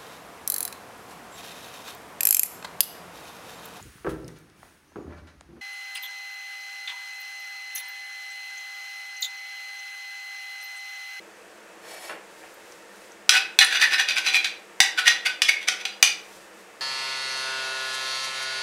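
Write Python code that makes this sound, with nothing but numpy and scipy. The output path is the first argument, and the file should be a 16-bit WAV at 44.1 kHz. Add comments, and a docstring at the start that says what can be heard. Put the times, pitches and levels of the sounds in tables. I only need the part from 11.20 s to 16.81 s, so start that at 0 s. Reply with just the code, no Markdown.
"""Knife and sesame brittle

A table knife squares up a slab of hot sesame brittle on a steel plate, close by in a hard-walled kitchen.
A fan hums, a sleeve rustles, and a wooden spatula slides over a pot rim and is set down.
Then the blade clinks onto the plate and scrapes along it in short strokes, making the steel ring.
The hardest clinks overload the microphone input."""
import sys
import numpy as np
from scipy import signal
from scipy.fft import rfft, irfft
from scipy.io import wavfile
from scipy.ndimage import map_coordinates

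SR = 44100
rng = np.random.default_rng(int(sys.argv[2]) if len(sys.argv) > 2 else 0)


def store_wav(level_fs):
    """Save 16-bit WAV to argv[1]."""
    pcm = np.round(np.clip(np.atleast_2d(level_fs), -1, 1) * 32767)
    wavfile.write(sys.argv[1], SR, pcm.T.astype(np.int16))


N = 247380
SPAN = 32768  # samples in one contact's sound
T = np.arange(SPAN) / SR  # its times [s]
HZ = np.fft.rfftfreq(SPAN, 1 / SR)  # its frequencies


def amp(db):
    """Turn decibels into a gain."""
    return 10 ** (np.asarray(db) / 20)


def unit(x):
    """Scale to an average strength (rms) of 1."""
    return x / np.sqrt(np.mean(x ** 2) + 1e-20)


def along(points, hz):
    """Read between (frequency, value) points on a log frequency axis."""
    freqs, values = np.transpose(points)
    return np.interp(np.log(hz + 1), np.log(freqs + 1), values)


def wobble(rate, size=N):
    """A smooth curve through `rate` random values a second."""
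    knots = rng.standard_normal(int(size * rate / SR) + 4)
    return map_coordinates(knots, [np.arange(size) * rate / SR])


def coloured(x, spectrum):
    """Give a scene-long signal a tone colour, at strength 1."""
    return unit(irfft(rfft(x) * amp(along(spectrum, np.fft.rfftfreq(N, 1 / SR))), N))


def resonances(modes):
    """Gain at each frequency of an object with these modes, the notes it rings at."""
    return np.sqrt(sum(amp(db) ** 2 / (1 + (2 * (HZ - hz) / width) ** 2) for hz, width, db in modes))


def ring(force, gain):
    """Send a force through an object with this gain; it rings only after it is pushed."""
    cepstrum = irfft(np.log(np.maximum(gain, 1e-6)))
    cepstrum[1:SPAN // 2] *= 2
    cepstrum[SPAN // 2 + 1:] = 0
    return irfft(rfft(force) * np.exp(rfft(cepstrum)))


def add(track, s, sound):
    """Mix a sound into the track, starting at s seconds."""
    start = max(round(s * SR), 0)
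    part = sound[:max(N - start, 0)]
    track[start:start + len(part)] += part


def grit(slips_per_s, spread_db):
    """The force of rubbing: tiny slips of random size at random moments."""
    slips = rng.random(SPAN) < slips_per_s / SR
    return unit(slips * rng.standard_normal(SPAN) * amp(spread_db * rng.standard_normal(SPAN)))


def swell(t, length, rise_share=0.53):
    """A hand movement swells to 1 at t = 0 and eases off, staying strong for `length` seconds."""
    width = length * np.where(t < 0, rise_share, 1 - rise_share)
    return np.exp(-(t / width) ** 2 / 2)


def movements(rows):
    """Loudness over time of several hand movements."""
    t = np.arange(N) / SR
    return np.sqrt(sum((amp(db) * swell(t - s, length)) ** 2 for s, db, length in rows))


# how long the kitchen echoes: (frequency [Hz], time to fade by 60 dB [s])
ECHO_TIMES = [(300, 0.64), (1400, 0.41), (3500, 0.36), (9000, 0.25), (15000, 0.24)]


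def kitchen(x, wet_db, build_up_s=0.00088):
    """Add the echo of counter and walls, whose treble dies first."""
    hz, t, noise = signal.stft(rng.standard_normal(SPAN), SR, nperseg=256)
    fade = amp(-60 * t / along(ECHO_TIMES, hz)[:, None])
    tail = signal.istft(noise * fade, SR, nperseg=256)[1][:SPAN]
    tail *= 1 - np.exp(-(T / build_up_s) ** 2)
    return x + amp(wet_db) * signal.fftconvolve(x, tail / np.linalg.norm(tail))[:SPAN]


# tone colour of the moving air: (frequency [Hz], relative level [dB])
AIR_COLOUR = [(15, -52), (25, -28), (108, -21), (149, -20.5), (195, -6.5), (263, -16.5), (326, 1.5),
              (405, -6), (451, 0.5), (863, -7.5), (1790, -7), (4030, -19.5), (7920, -20), (13600, -31),
              (16000, -35)]
# the fan's hum: (frequency [Hz], relative level [dB])
FAN_TONES = [(199.2, -62.5), (441.4, -63), (489.9, -59.5), (915.2, -60), (1809, -61.5), (2600, -60.5)]


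def fan():
    """Steady moving air, with a few tones that waver in pitch and strength."""
    t = np.arange(N) / SR
    out = amp(-48.5) * coloured(rng.standard_normal(N), AIR_COLOUR)
    for hz, db in FAN_TONES:
        waver = amp(2.5 * wobble(18))
        tone = np.sin(2 * np.pi * hz * t + 2.93 * wobble(15))
        out += amp(db - 6.5) * unit(waver * tone)
    return out


# a sleeve brushes past: (peak time [s], level [dB], length [s])
SLEEVE_BRUSHES = [(1.26, -56, 0.29), (1.52, -55.5, 0.16), (1.81, -55, 0.17), (5.14, -53.5, 0.22),
                  (5.39, -57.5, 0.092)]
# tone colour of the cloth: (frequency [Hz], relative level [dB])
CLOTH_COLOUR = [(1500, -12), (4000, -7), (8000, -10), (11000, -13.5), (15000, -21)]
# small handling ticks: (time [s], level [dB], pitch [Hz])
HANDLING_TICKS = [(1.342, -44, 13700), (1.522, -37, 5830), (1.919, -40, 6200), (2.447, -12, 9750)]


def handling():
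    """A sleeve rustles, and small contacts tick once each."""
    folds = amp(wobble(40))
    out = movements(SLEEVE_BRUSHES) * folds * coloured(rng.standard_normal(N), CLOTH_COLOUR)
    for s, db, hz in HANDLING_TICKS:
        force = rng.standard_normal(SPAN) * np.exp(-T / 0.002)
        tick = ring(force, resonances([(hz, 1400, 0)]) ** 2)
        add(out, s, kitchen(amp(db) * tick / np.abs(tick).max(), wet_db=-5))
    return out


# notes of the pot rim and of the wooden spatula: (frequency [Hz], width [Hz], relative level [dB])
RIM_MODES = [(666, 110, 8), (1840, 26, 5), (2280, 12, 6.5), (4400, 8.7, 5.5), (5330, 86, -4),
             (6840, 44, -11), (7900, 31, -5), (9050, 45, -1), (9900, 61, 0), (10300, 61, -15),
             (11400, 110, -5), (13800, 46, -17)]
WOOD_MODES = [(342, 49, -2), (574, 140, -3), (754, 120, 1), (1110, 160, 0.5), (1630, 220, -1),
              (1700, 110, -7), (1970, 190, -6), (2500, 1100, -6.5)]
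# tone colours of the slide's dull rub and its hiss: (frequency [Hz], relative level [dB])
SLIDE_RUB = [(100, -32), (350, -7), (700, -2.5), (2300, 3.5), (3500, 4.5), (6000, -7), (9000, -34)]
SLIDE_HISS = [(3000, -17), (7000, 4), (10000, 0), (12000, -2), (14500, -5), (16000, -14)]
# the spatula is shoved over the rim: (peak time [s], level [dB], length [s])
SPATULA_SHOVES = [(.73, -44, 0.11), (.86, -43, 0.12)]
# its soft knocks: (time [s], level [dB], fade time of the force [s])
SPATULA_KNOCKS = [(0.634, -36, 0.01), (0.894, -20, 0.011), (1.228, -34, 0.022)]


def spatula():
    """Wood slides over the pot rim and makes it sing faintly, then settles with dull knocks."""
    rim = ring(T == 0, resonances(RIM_MODES) + amp(-14))
    friction = rng.standard_normal(N) * amp(0.84 * wobble(120.2))
    rubbing = signal.fftconvolve(friction, rim)[:N]
    slide = coloured(rubbing, SLIDE_RUB) + amp(-5) * coloured(rubbing, SLIDE_HISS)
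    out = movements(SPATULA_SHOVES) * slide
    # the knocks lose bass below 400 Hz and treble above 3000 Hz
    wood = resonances(WOOD_MODES) * HZ / np.hypot(HZ, 400) / np.hypot(1, (HZ / 3000) ** 2)
    for s, db, fade_s in SPATULA_KNOCKS:
        press = np.exp(-T / fade_s) * (1 - np.exp(-T / 0.002))
        knock = ring(press * grit(slips_per_s=1100, spread_db=1.5), wood)
        add(out, s, kitchen(amp(db) * knock / np.abs(knock).max(), wet_db=1.5))
    return out


# strongest notes of blade and plate: (frequency [Hz], base width [Hz], level over the weak notes [dB])
STRONG_MODES = [(780, 26.6, 10.5), (1500, 69, 12), (1880, 96, 4), (1990, 28, 3.5), (2200, 51, 3.5),
                (2410, 23, 9), (2530, 46, 9), (2890, 79, 10.5), (3336, 150, 8.5), (3550, 180, 12),
                (4004, 48, 14.5), (4730, 116, 11.5), (5160, 48, 10.5), (5810, 40, -5), (5970, 180, 12),
                (7590, 87, 3.5)]
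# the many weak notes between them: (frequency [Hz], relative level [dB])
WEAK_MODES = [(100, -31), (350, -34.5), (750, -6), (1150, -6), (1500, -0.5), (2500, 6), (3150, -0.5),
              (4000, 1.5), (6000, -0.5), (6900, -3), (8600, -5), (9700, -3.5), (12000, -13.5), (16000, -25)]


def steel(blade, damping, treble_db, split_hz):
    """Gain of plate and blade; each spot touched favours other notes and shifts their pitch a little."""
    hz, width, db = np.transpose(STRONG_MODES)
    detune = 1 + .005 * rng.standard_normal(len(hz))
    strength = db + 2.2 * rng.standard_normal(len(hz))
    modes = resonances(zip(hz * detune, width * damping, strength))
    gain = amp(along(WEAK_MODES, HZ)) * np.sqrt(1 + modes ** 2 + resonances(blade) ** 2)
    treble = 1 / (1 + (split_hz / (HZ + 1)) ** 8)
    return unit(unit(gain * (1 - treble)) + amp(treble_db) * unit(gain * treble))


# pushes of the blade: (peak time [s], relative level [dB], length [s], blade pitch [Hz])
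BLADE_PUSHES = [(2.147, -15, 0.035, 1500), (2.165, -16.5, 0.034, 2590), (2.422, -9.5, 0.02, 1840),
                (2.484, -30, 0.023, 1880), (2.548, -18.5, 0.047, 1600), (2.629, -11, 0.032, 1804),
                (2.738, -16.5, 0.033, 1760), (2.803, -14, 0.023, 1825), (2.906, -20, 0.031, 2430),
                (2.975, -18, 0.029, 2410), (3.08, -17.5, 0.037, 2500), (3.157, -13, 0.027, 2450),
                (3.254, -23, 0.021, 2340), (3.793, -16, 0.021, 1460), (3.876, -10, 0.025, 1876),
                (4.065, -15, 0.014, 2200), (4.293, -8.5, 0.012, 2200), (4.425, -34.5, 0.029, 2320),
                (4.479, -17.5, 0.0062, 2270), (4.613, -32, .02, 2350), (4.657, -22, 0.0056, 2420)]
OVERTONE_RATIO = 2.7  # the blade's second note over its first


def scrapes(firm_push_db=-11):
    """The edge chatters over the plate, crushes sugar crumbs and squeaks more the harder it is pushed."""
    out = np.zeros(N)
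    t = T - T[SPAN // 8]  # leave time to swell before the peak
    for s, db, length, blade_hz in BLADE_PUSHES:
        push = swell(t, length)
        chatter = amp(1.8 * wobble(345.1, size=SPAN))
        squeak_db = 19.5 + 0.73 * (db - firm_push_db)
        blade = [(blade_hz, 105, squeak_db), (OVERTONE_RATIO * blade_hz, 150, squeak_db - 16)]
        gain = steel(blade, damping=0.72, treble_db=-10.5, split_hz=4000)
        rasp = ring(push * chatter * grit(slips_per_s=5000, spread_db=1.0), gain)
        crumbs = ring(push * grit(slips_per_s=470, spread_db=3.0), resonances([(11100, 13000, 0)]) ** 3)
        scrape = (unit(rasp) + amp(-27) * unit(crumbs)) * np.sqrt(np.mean(push ** 2))
        add(out, s + t[0], kitchen(amp(db - 3) * scrape, wet_db=-4))
    return out


# the blade lands or catches on the plate: (time [s], relative level [dB], blade pitch [Hz])
BLADE_LANDINGS = [(2.093, 0.5, 1500), (2.389, 1, 1500), (2.887, -13, 2410), (2.982, -13.5, 2350),
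                  (3.065, -16.5, 2500), (3.245, -13.5, 2370), (3.603, .5, 1990), (3.879, -4.5, 1830),
                  (4.066, -16, 2890), (4.219, -5, 3010), (4.485, -7.5, 2200), (4.653, -15.5, 2490),
                  (4.827, 2, 2400)]


def clinks():
    """The flat blade slaps down, rattles for a few milliseconds and damps the plate while both ring."""
    out = np.zeros(N)
    for s, db, blade_hz in BLADE_LANDINGS:
        rattle = rng.standard_normal(SPAN) * np.exp(-T / 0.0024)
        # the many tiny contacts of a flat slap stir all frequencies about equally
        force = ring(rattle, np.abs(rfft(rattle)) ** -.5)
        blade = [(blade_hz, 120, 12), (OVERTONE_RATIO * blade_hz, 900, 2)]
        gain = steel(blade, damping=1.27, treble_db=-8 + .4 * db, split_hz=5670)  # harder is brighter
        slap = ring(force, gain * (HZ / 3000) ** 0.06)  # a blow is brighter than a rub
        # the blade bounces twice before it settles
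        first, second = np.round(rng.uniform([.001, .003], [.002, .0045]) * SR).astype(int)
        clink = slap + amp(-6.5) * np.roll(slap, first) + amp(-11.5) * np.roll(slap, second)
        add(out, s, kitchen(amp(db + 17) * clink / np.linalg.norm(clink), wet_db=-2))
    return out


def scene():
    """All the sounds meet at one microphone."""
    return (scrapes() + clinks() + spatula() + handling() + fan())[None]


def record(dry):
    """The input overloads a little off-centre, so the hardest clinks thump; the top treble is cut."""
    offset, top_hz = .025, 15800
    flattened = np.clip(dry, -1 + offset, 1 + offset)
    passband = np.clip((top_hz - np.fft.rfftfreq(N, 1 / SR)) / 400 + .5, 0, 1)
    return irfft(rfft(flattened) * passband, N)


dry = scene()
out = record(dry)
store_wav(out)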